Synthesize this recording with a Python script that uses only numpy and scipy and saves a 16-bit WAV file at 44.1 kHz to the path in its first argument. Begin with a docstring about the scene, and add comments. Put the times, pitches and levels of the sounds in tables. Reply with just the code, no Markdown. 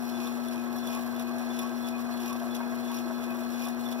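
"""Roller mill in a workshop

A motor hums and whirs steadily as it turns two rollers round a steel bowl; its drive throbs, moans
and knocks. The rollers grind harder at the same places on every turn, and friction excites the
bowl's resonant modes. Now and then a roller skids or squeals, or a grain cracks and rings the bowl.
Two close microphone ports hear the mill; the bowl's sound has opposite polarity in the right one."""
import sys
import numpy as np
from scipy import signal
from scipy.fft import rfft, irfft, next_fast_len
from scipy.io import wavfile
from scipy.ndimage import map_coordinates

SR = 44100
rng = np.random.default_rng(int(sys.argv[2]) if len(sys.argv) > 2 else 0)


def master_out(mix):
    """Clip the mix to full scale and print it as 16-bit PCM to the path in sys.argv[1]."""
    frames = np.transpose(np.atleast_2d(mix))
    ceiling = np.clip(frames, -1, 1)
    pcm = np.round(ceiling * 32767).astype(np.int16)
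    wavfile.write(sys.argv[1], SR, pcm)


N = 176400

HUM_HZ, TURN_S = 120.02, .678
# bowl resonances (frequency [Hz], bandwidth [Hz], level [dB])
LOW_MODE, MAIN_MODE, HIGH_MODE = (2490, 92, -60.5), (3460, 72, -63), (4205, 84, -59)
# motor's phase at the left port over the right (frequency [Hz], lead [rad])
PHASE_LEAD = [(80, -3), (120, -1.8), (245, -1.8), (330, -.6), (360, -.2), (480, -.4), (660, -.2),
              (820, -.4), (1100, -.05), (1300, -.8), (1560, .3), (1750, -2.2), (2100, -3.1)]
# places of harder grinding (time in the turn [s], half width [s], rise [dB])
PRESSURE_SWELLS = [(0.26, 0.058, 6.5), (0.53, 0.016, 7), (0.15, 0.099, 3)]
# spectrum of a snapping grain (frequency [Hz], relative level [dB])
SNAP_SPECTRUM = [(1500, -12), (3000, 8), (6000, 5), (8000, -9), (10500, 7), (14500, 5), (16000, -11)]


def amp(db):
    """Decibels as an amplitude ratio."""
    return 10 ** (np.asarray(db) / 20)


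def unit(x):
    """Normalisation to rms 1."""
    return x / np.sqrt(np.mean(x ** 2) + 1e-20)


def along(points, hz):
    """Interpolation of (frequency, value) points on a logarithmic axis."""
    freqs, values = np.transpose(points)
    return np.interp(np.log(hz + 1), np.log(freqs + 1), values)


def clock():
    """Sample times in seconds."""
    return np.arange(N) / SR


def bump(offset, half_width):
    """Gaussian envelope, down to 1/e at the half width."""
    return np.exp(-(offset / half_width) ** 2)


def wobble(rate):
    """Smooth random modulation: a spline through `rate` values a second."""
    return map_coordinates(rng.standard_normal(int(N * rate / SR) + 4), [clock() * rate])


def filtered(x, response):
    """Linear filtering: the spectrum times a frequency response."""
    size = next_fast_len(N + SR // 2)
    return irfft(rfft(x, size) * response(np.fft.rfftfreq(size, 1 / SR)), size)[..., :N]


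def colour(x, spectrum):
    """Spectral shaping, normalised to rms 1."""
    return unit(filtered(x, lambda hz: amp(along(spectrum, hz))))


def ring(x, mode):
    """Forced resonance: two equal band-passes in cascade, scaled to the mode's level."""
    centre, width, db = mode
    band_pass = lambda hz: 1j * hz * width / (centre ** 2 - hz ** 2 + 1j * hz * width)
    return amp(db) * unit(filtered(x, lambda hz: band_pass(hz) ** 2))


def noise():
    """Two uncorrelated white noises."""
    return rng.standard_normal((2, N))


def grains(rate, spread_db):
    """Random amplitude modulation breaks noise into short bursts."""
    return unit(noise() * amp(spread_db * wobble(rate)))


def each_turn(swells):
    """Periodic gain that rises at the same places on every turn."""
    offset = lambda s: (clock() - s + TURN_S / 2) % TURN_S - TURN_S / 2
    return amp(sum(db * bump(offset(s), width) for s, width, db in swells))


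def blows(events, attack, t60):
    """Impact envelope: impulses (time [s], level [dB]) convolved with a fast rise and a decay."""
    s, db = np.transpose(events)
    impulses = np.bincount(np.clip(np.round(s * SR).astype(int), 0, N - 1), amp(db), N)
    age = np.arange(SR // 4) / SR
    return signal.fftconvolve(impulses, amp(-60 * age / t60) * (1 - np.exp(-age / attack)))[:N]


def from_motor(pair):
    """Partial coherence: motor noise is partly alike at the two ports, and shifted in phase."""
    # likeness of the ports (frequency [Hz], coherence [0-1])
    coherence = [(40, .3), (80, 0.9), (170, 0.43), (300, 0.82), (370, 0.42), (550, 0.44), (700, 0.88),
                 (850, 0.84), (1100, 0.84), (1300, 0.1), (1700, 0.85), (2100, 0.91)]
    angle = lambda hz: np.arccos(np.clip(along(coherence, hz), 0, 1)) / 2
    mid, side = filtered(pair, lambda hz: np.array([np.cos(angle(hz)), np.sin(angle(hz))]))
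    phase_shift = lambda hz: np.exp(.5j * np.outer([1, -1], along(PHASE_LEAD, hz)))
    return filtered(np.array([mid + side, mid - side]), phase_shift)


def from_bowl(pair):
    """Path difference: sounds from opposite sides reach the ports with opposite delays."""
    # sound from the far side (frequency [Hz], share of power [0-1])
    far_share = [(2000, .85), (7500, .25), (9500, .1), (11000, .75), (15000, .85)]
    # port balance (frequency [Hz], left minus right [dB])
    balance = [(2000, 1.5), (4000, -1.5), (8000, -1.5), (12000, -3.5)]
    port_lag_s, polarity = .000454, [[1], [-1]]
    share = lambda hz: np.clip(along(far_share, hz), 0, 1)
    lag = lambda hz: np.exp(1j * np.pi * port_lag_s * np.outer([-1, 1], hz))
    near = filtered(pair[0], lambda hz: np.sqrt(1 - share(hz)) * lag(hz))
    far = filtered(pair[1], lambda hz: np.sqrt(share(hz)) / lag(hz))
    return filtered(near + far, lambda hz: amp(np.outer([.5, -.5], along(balance, hz))) * polarity)


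def tone(hz, db, pan_db, waver_db, drift_rad):
    """A sinusoid at both ports, with slight random amplitude and phase modulation."""
    phase = 2 * np.pi * (hz * clock() + rng.random()) + drift_rad * wobble(5.7)
    sides = np.array([[.5], [-.5]])
    gain = amp(db + waver_db * wobble(14)) * unit(amp(sides * pan_db))
    return gain * np.sin(phase + sides * along(PHASE_LEAD, hz))


def motor():
    """Magnetic forces hum in a harmonic series; shaft and bearings add tones of their own."""
    # magnetic hum (multiple of HUM_HZ, level [dB], left minus right [dB])
    harmonics = [(1, -59, -18), (2, -30, 14.5), (3, -47.5, 7.5), (4, -53.5, 0), (5, -58.5, 0),
                 (6, -50.5, 5), (7, -52.5, -4), (8, -54.5, 4), (9, -56.5, -5), (10, -57, -12),
                 (11, -55.5, -42), (12, -71, 4), (13, -53.5, 16), (14, -55, -22), (16, -69.5, -25),
                 (17, -67, 8)]
    # shaft and bearings (frequency [Hz], level [dB], left minus right [dB])
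    shaft_tones = [(75.2, -56, 2), (406.4, -57.5, -10), (654.5, -48.5, -3), (1304.7, -52.5, -7),
                   (1710, -69, 11)]
    hum = sum(tone(k * HUM_HZ, db, pan, waver_db=.25, drift_rad=.02) for k, db, pan in harmonics[:2])
    upper = sum(tone(k * HUM_HZ, db, pan, waver_db=1, drift_rad=.32) for k, db, pan in harmonics[2:])
    whine = sum(tone(hz, db, pan, waver_db=2, drift_rad=.15) for hz, db, pan in shaft_tones)
    return hum + upper + whine


def whirr():
    """Broadband drive noise buzzes through amplitude modulation at the hum frequency."""
    # whirr (frequency [Hz], relative level [dB])
    spectrum = [(30, -20.5), (60, -15.5), (125, -3.5), (160, -9.5), (230, 1), (290, -6), (400, -5),
                (520, -4.5), (680, 0), (850, -2.5), (930, -7), (1080, -1.5), (1270, -9), (1420, -9.5),
                (1560, -7.5), (1750, -10.5), (2100, -10), (3000, -55), (6000, -50)]
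    buzz = 1 + .14 * np.cos(2 * np.pi * HUM_HZ * clock())
    return amp(-43.5) * colour(grains(rate=110, spread_db=2) * buzz, spectrum)


def throb():
    """A low resonance of the drive, excited by noise, with brief surges at its own frequency."""
    # surges (time [s], level [dB])
    surges = [(.192, -45), (.581, -41), (2.365, -45), (2.487, -45), (3.067, -35)]
    hz, bandwidth_hz, steady_db, half_width_s = 345, 30, -53, .013
    carrier = lambda: np.sin(2 * np.pi * (hz * clock() + rng.random()))
    surging = sum(amp(db) * bump(clock() - s, half_width_s) * carrier() for s, db in surges)
    return surging + from_motor(ring(noise(), (hz, bandwidth_hz, steady_db)))


def moans():
    """The drive moans under load: rising chirps, roughened by random phase and amplitude."""
    # moans, about two a turn (time [s], level [dB])
    load_peaks = [(.275, -46), (.966, -43), (1.313, -45.5), (1.645, -41), (1.99, -47), (2.316, -41.5),
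                  (2.93, -47), (3.332, -46.5), (3.669, -46)]
    centre_hz, rise_hz_per_s, half_width_s = 1115, 350, .035
    jitter = 1.1 * wobble(90)
    out = np.zeros(N)
    for s, db in load_peaks:
        age = clock() - s
        phase = 2 * np.pi * age * (centre_hz + rise_hz_per_s * age / 2)
        out += amp(db) * bump(age, half_width_s) * np.sin(phase + jitter)
    return np.sqrt(2) * out * amp(1.4 * wobble(120))


def knocks():
    """Impacts in the drive: each is a dull thud and a damped free vibration of the housing."""
    # knocks (time [s], level [dB], pitch [Hz])
    impacts = [(.165, -41.5, 700), (.881, -39, 680), (.951, -44, 1050), (1.337, -37.5, 695),
               (1.404, -39, 744), (1.493, -40, 1030), (2.089, -37.5, 700), (2.415, -36.5, 687),
               (2.603, -33, 944), (2.903, -39, 942), (3.101, -36, 652), (3.438, -42, 690)]
    # housing modes (multiple of the pitch, relative level [dB])
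    modes = [(.88, -2), (1, 7.5), (1.16, -10.5), (2.3, -12.5)]
    # thud (frequency [Hz], relative level [dB])
    spectrum = [(200, -37), (500, -3), (700, 3), (1050, -0.5), (1600, -4), (2400, -20), (6000, -45)]
    t60 = .11
    age = np.arange(SR // 8) / SR
    onset = 1 - np.exp(-age / .0029)
    housing = np.zeros((2, N))
    for s, db, hz in impacts:
        tones = sum(amp(level) * np.sin(2 * np.pi * (k * hz * age + rng.random())) for k, level in modes)
        housing[:, round(s * SR):][:, :len(age)] += amp(db - 60 * age / t60) * onset * unit(tones)
    thud = colour(noise(), spectrum) * blows([(s, db) for s, db, _ in impacts], attack=.00062, t60=t60)
    return housing + amp(-2.5) * from_motor(thud)


def rolling():
    """Rolling noise: grit swells with the rollers' pressure; a brighter fizz follows it weakly."""
    # both (frequency [Hz], relative level [dB])
    grit_spectrum = [(600, -56), (1500, -31), (2400, 11), (3000, 1.5), (3900, 1.5), (4600, 3), (5050, 0),
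                     (5450, 7.5), (5750, 4), (6050, -6), (6330, 9.5), (6700, -6), (8000, -13.5), (11000, 2),
                     (16000, -14)]
    fizz_spectrum = [(3000, 2), (6500, -4), (8600, -1), (8900, 2), (9200, 3), (9850, -38), (10200, 9),
                     (10580, -18), (10830, 9), (11100, -7), (11600, 7), (12200, -5), (13200, 4), (14200, 0),
                     (15800, 3)]
    pressure = each_turn(PRESSURE_SWELLS)
    clumps = amp(1.1 * wobble(40))
    grit = amp(-53.5) * colour(grains(rate=300, spread_db=2) * clumps, grit_spectrum)
    fizz_gain = amp(-52 + 1.4 * wobble(21.96))
    fizz = fizz_gain * colour(grains(rate=510, spread_db=2.5) * clumps, fizz_spectrum)
    return grit * pressure + fizz * pressure ** .22


def singing_bowl():
    """Friction noise drives three bowl modes, each swelling at its own places in the turn."""
    # rubbing of each mode (time in the turn [s], half width [s], rise [dB])
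    low_swells = [(0.256, 0.053, 12), (0.6, 0.041, 11), (0.057, 0.037, 4.4)]
    main_swells = [(.17, 0.061, 8.1), (.27, 0.029, 6.4), (.49, 0.036, 6.5)]
    high_swells = [(.11, 0.036, 6.1), (.25, 0.055, 2.5), (.45, 0.029, 3)]
    modes = [(LOW_MODE, low_swells), (MAIN_MODE, main_swells), (HIGH_MODE, high_swells)]
    return sum(ring(noise(), mode) * each_turn(swells) for mode, swells in modes)


def scrapes():
    """Sliding friction: a skidding roller rasps in swells of grainy noise."""
    # skids (time [s], half width [s], level [dB])
    skids = [(.055, .045, -50), (.243, 0.022, -50), (.78, .028, -49), (0.924, 0.036, -58),
             (1.62, 0.027, -53), (1.8, 0.046, -59), (2.28, .03, -56), (2.96, 0.036, -49),
             (3.52, 0.016, -53.5), (3.64, 0.021, -48), (3.865, .025, -52)]
    # rasp (frequency [Hz], relative level [dB])
    spectrum = [(2000, -19), (4600, -17), (5450, 17), (5850, 8), (6800, -6), (9500, -6.5), (11500, 8.5),
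                (16000, -5)]
    envelope = sum(amp(db) * bump(clock() - s, width) for s, width, db in skids)
    return envelope * colour(grains(rate=360, spread_db=4), spectrum)


def crunches():
    """Crushing: lumps crumble under a roller in very short bursts of noise."""
    # crumbling lumps (time [s], level [dB])
    lumps = [(.276, -44.5), (.952, -46), (1.593, -44), (1.626, -45), (2.172, -51), (2.306, -45),
             (2.332, -53), (2.552, -54), (2.981, -55), (3.66, -46)]
    # crunch (frequency [Hz], relative level [dB])
    spectrum = [(1500, -18), (2550, 5), (4000, -7), (5600, -5.5), (16000, -10)]
    envelope = sum(amp(db) * bump(clock() - s, half_width=.0056) for s, db in lumps)
    return envelope * colour(grains(rate=440, spread_db=5.5), spectrum)


def squeals():
    """Stick-slip friction of a roller makes one bowl mode sing out roughly."""
    # squeals (time [s], half width [s], level [dB], pitch [Hz])
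    slips = [(.49, .016, -47, 3470), (.586, 0.022, -47, 2500), (.83, 0.024, -44, 3490),
             (1.18, .02, -56, 3480), (1.506, .014, -46, 3450), (1.865, 0.028, -43.5, 3450),
             (2.55, 0.038, -49, 3460), (2.88, 0.04, -46.5, 3470), (3.215, 0.017, -48, 3440),
             (3.3, .026, -48, 2534), (3.862, 0.013, -39, 3510)]
    jitter = .7 * np.array([wobble(130), wobble(130)])
    carrier = lambda hz: np.sin(2 * np.pi * hz * clock() + jitter)
    singing = sum(amp(db) * bump(clock() - s, width) * carrier(hz) for s, width, db, hz in slips)
    return singing * amp(2 * wobble(150))


def cracks():
    """Brittle fracture: a coarse grain snaps, crunches and sets the bowl's main mode ringing."""
    # cracking grains (time [s], noise level [dB], ring level [dB])
    fractures = [(0.025, -49, -60), (0.27, -43, -42), (.484, -43.5, -46), (0.762, -47, -66),
                 (.872, -38, -33), (.949, -45, -57), (1.195, -40.5, -37.5), (1.383, -45, -60),
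                 (1.589, -37, -38), (1.599, -51, -52), (1.868, -46, -46), (2.166, -50, -58),
                 (2.328, -41, -55), (2.549, -35.5, -36), (2.943, -39, -63), (3.652, -41, -55),
                 (3.67, -44, -60), (3.684, -39.5, -51), (3.887, -46, -38), (3.925, -44, -37)]
    # crunch after the snap (frequency [Hz], relative level [dB])
    spectrum = [(1000, -21), (2500, -13), (3100, -3), (3460, 23.5), (3900, 24), (4700, -12), (5500, 25.5),
                (6700, 16), (9000, -8), (10300, 28.5), (14500, -13), (16000, -9)]
    bursts = [(s, db) for s, db, _ in fractures]
    pings = [(s, db) for s, _, db in fractures]
    snap = amp(2.5) * colour(noise(), SNAP_SPECTRUM) * blows(bursts, attack=.00039, t60=.016)
    crunch = colour(noise(), spectrum) * blows(bursts, attack=.0008, t60=.045)
    jitter = 1.36 * np.array([wobble(90), wobble(90)])
    bowl_tone = np.sin(2 * np.pi * MAIN_MODE[0] * clock() + jitter)
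    return snap + crunch + bowl_tone * blows(pings, attack=.00054, t60=.075)


def ticks():
    """Shot noise: fine grains break at random times, louder under pressure."""
    per_second, base_db, spread_db = 48, -56.5, 5.5
    draws = rng.random((int(per_second * N / SR), 2))
    # many faint ticks, few loud ones
    events = [(when * N / SR, base_db - spread_db * np.log(rank + .044)) for when, rank in draws]
    envelope = blows(events, attack=.0002, t60=.016) * each_turn(PRESSURE_SWELLS) ** .5
    return colour(noise(), SNAP_SPECTRUM) * envelope


def scene():
    """Superposition of motor, drive and grinding at the two ports."""
    machine = motor() + from_motor(whirr()) + throb() + moans() + knocks()
    grinding = rolling() + singing_bowl() + scrapes() + crunches() + squeals() + cracks() + ticks()
    return machine + from_bowl(grinding)


def record(dry):
    """Band limiting: an ideal low-pass removes the highest treble."""
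    return filtered(dry, lambda hz: hz < 15800)


dry = scene()
out = record(dry)
master_out(out)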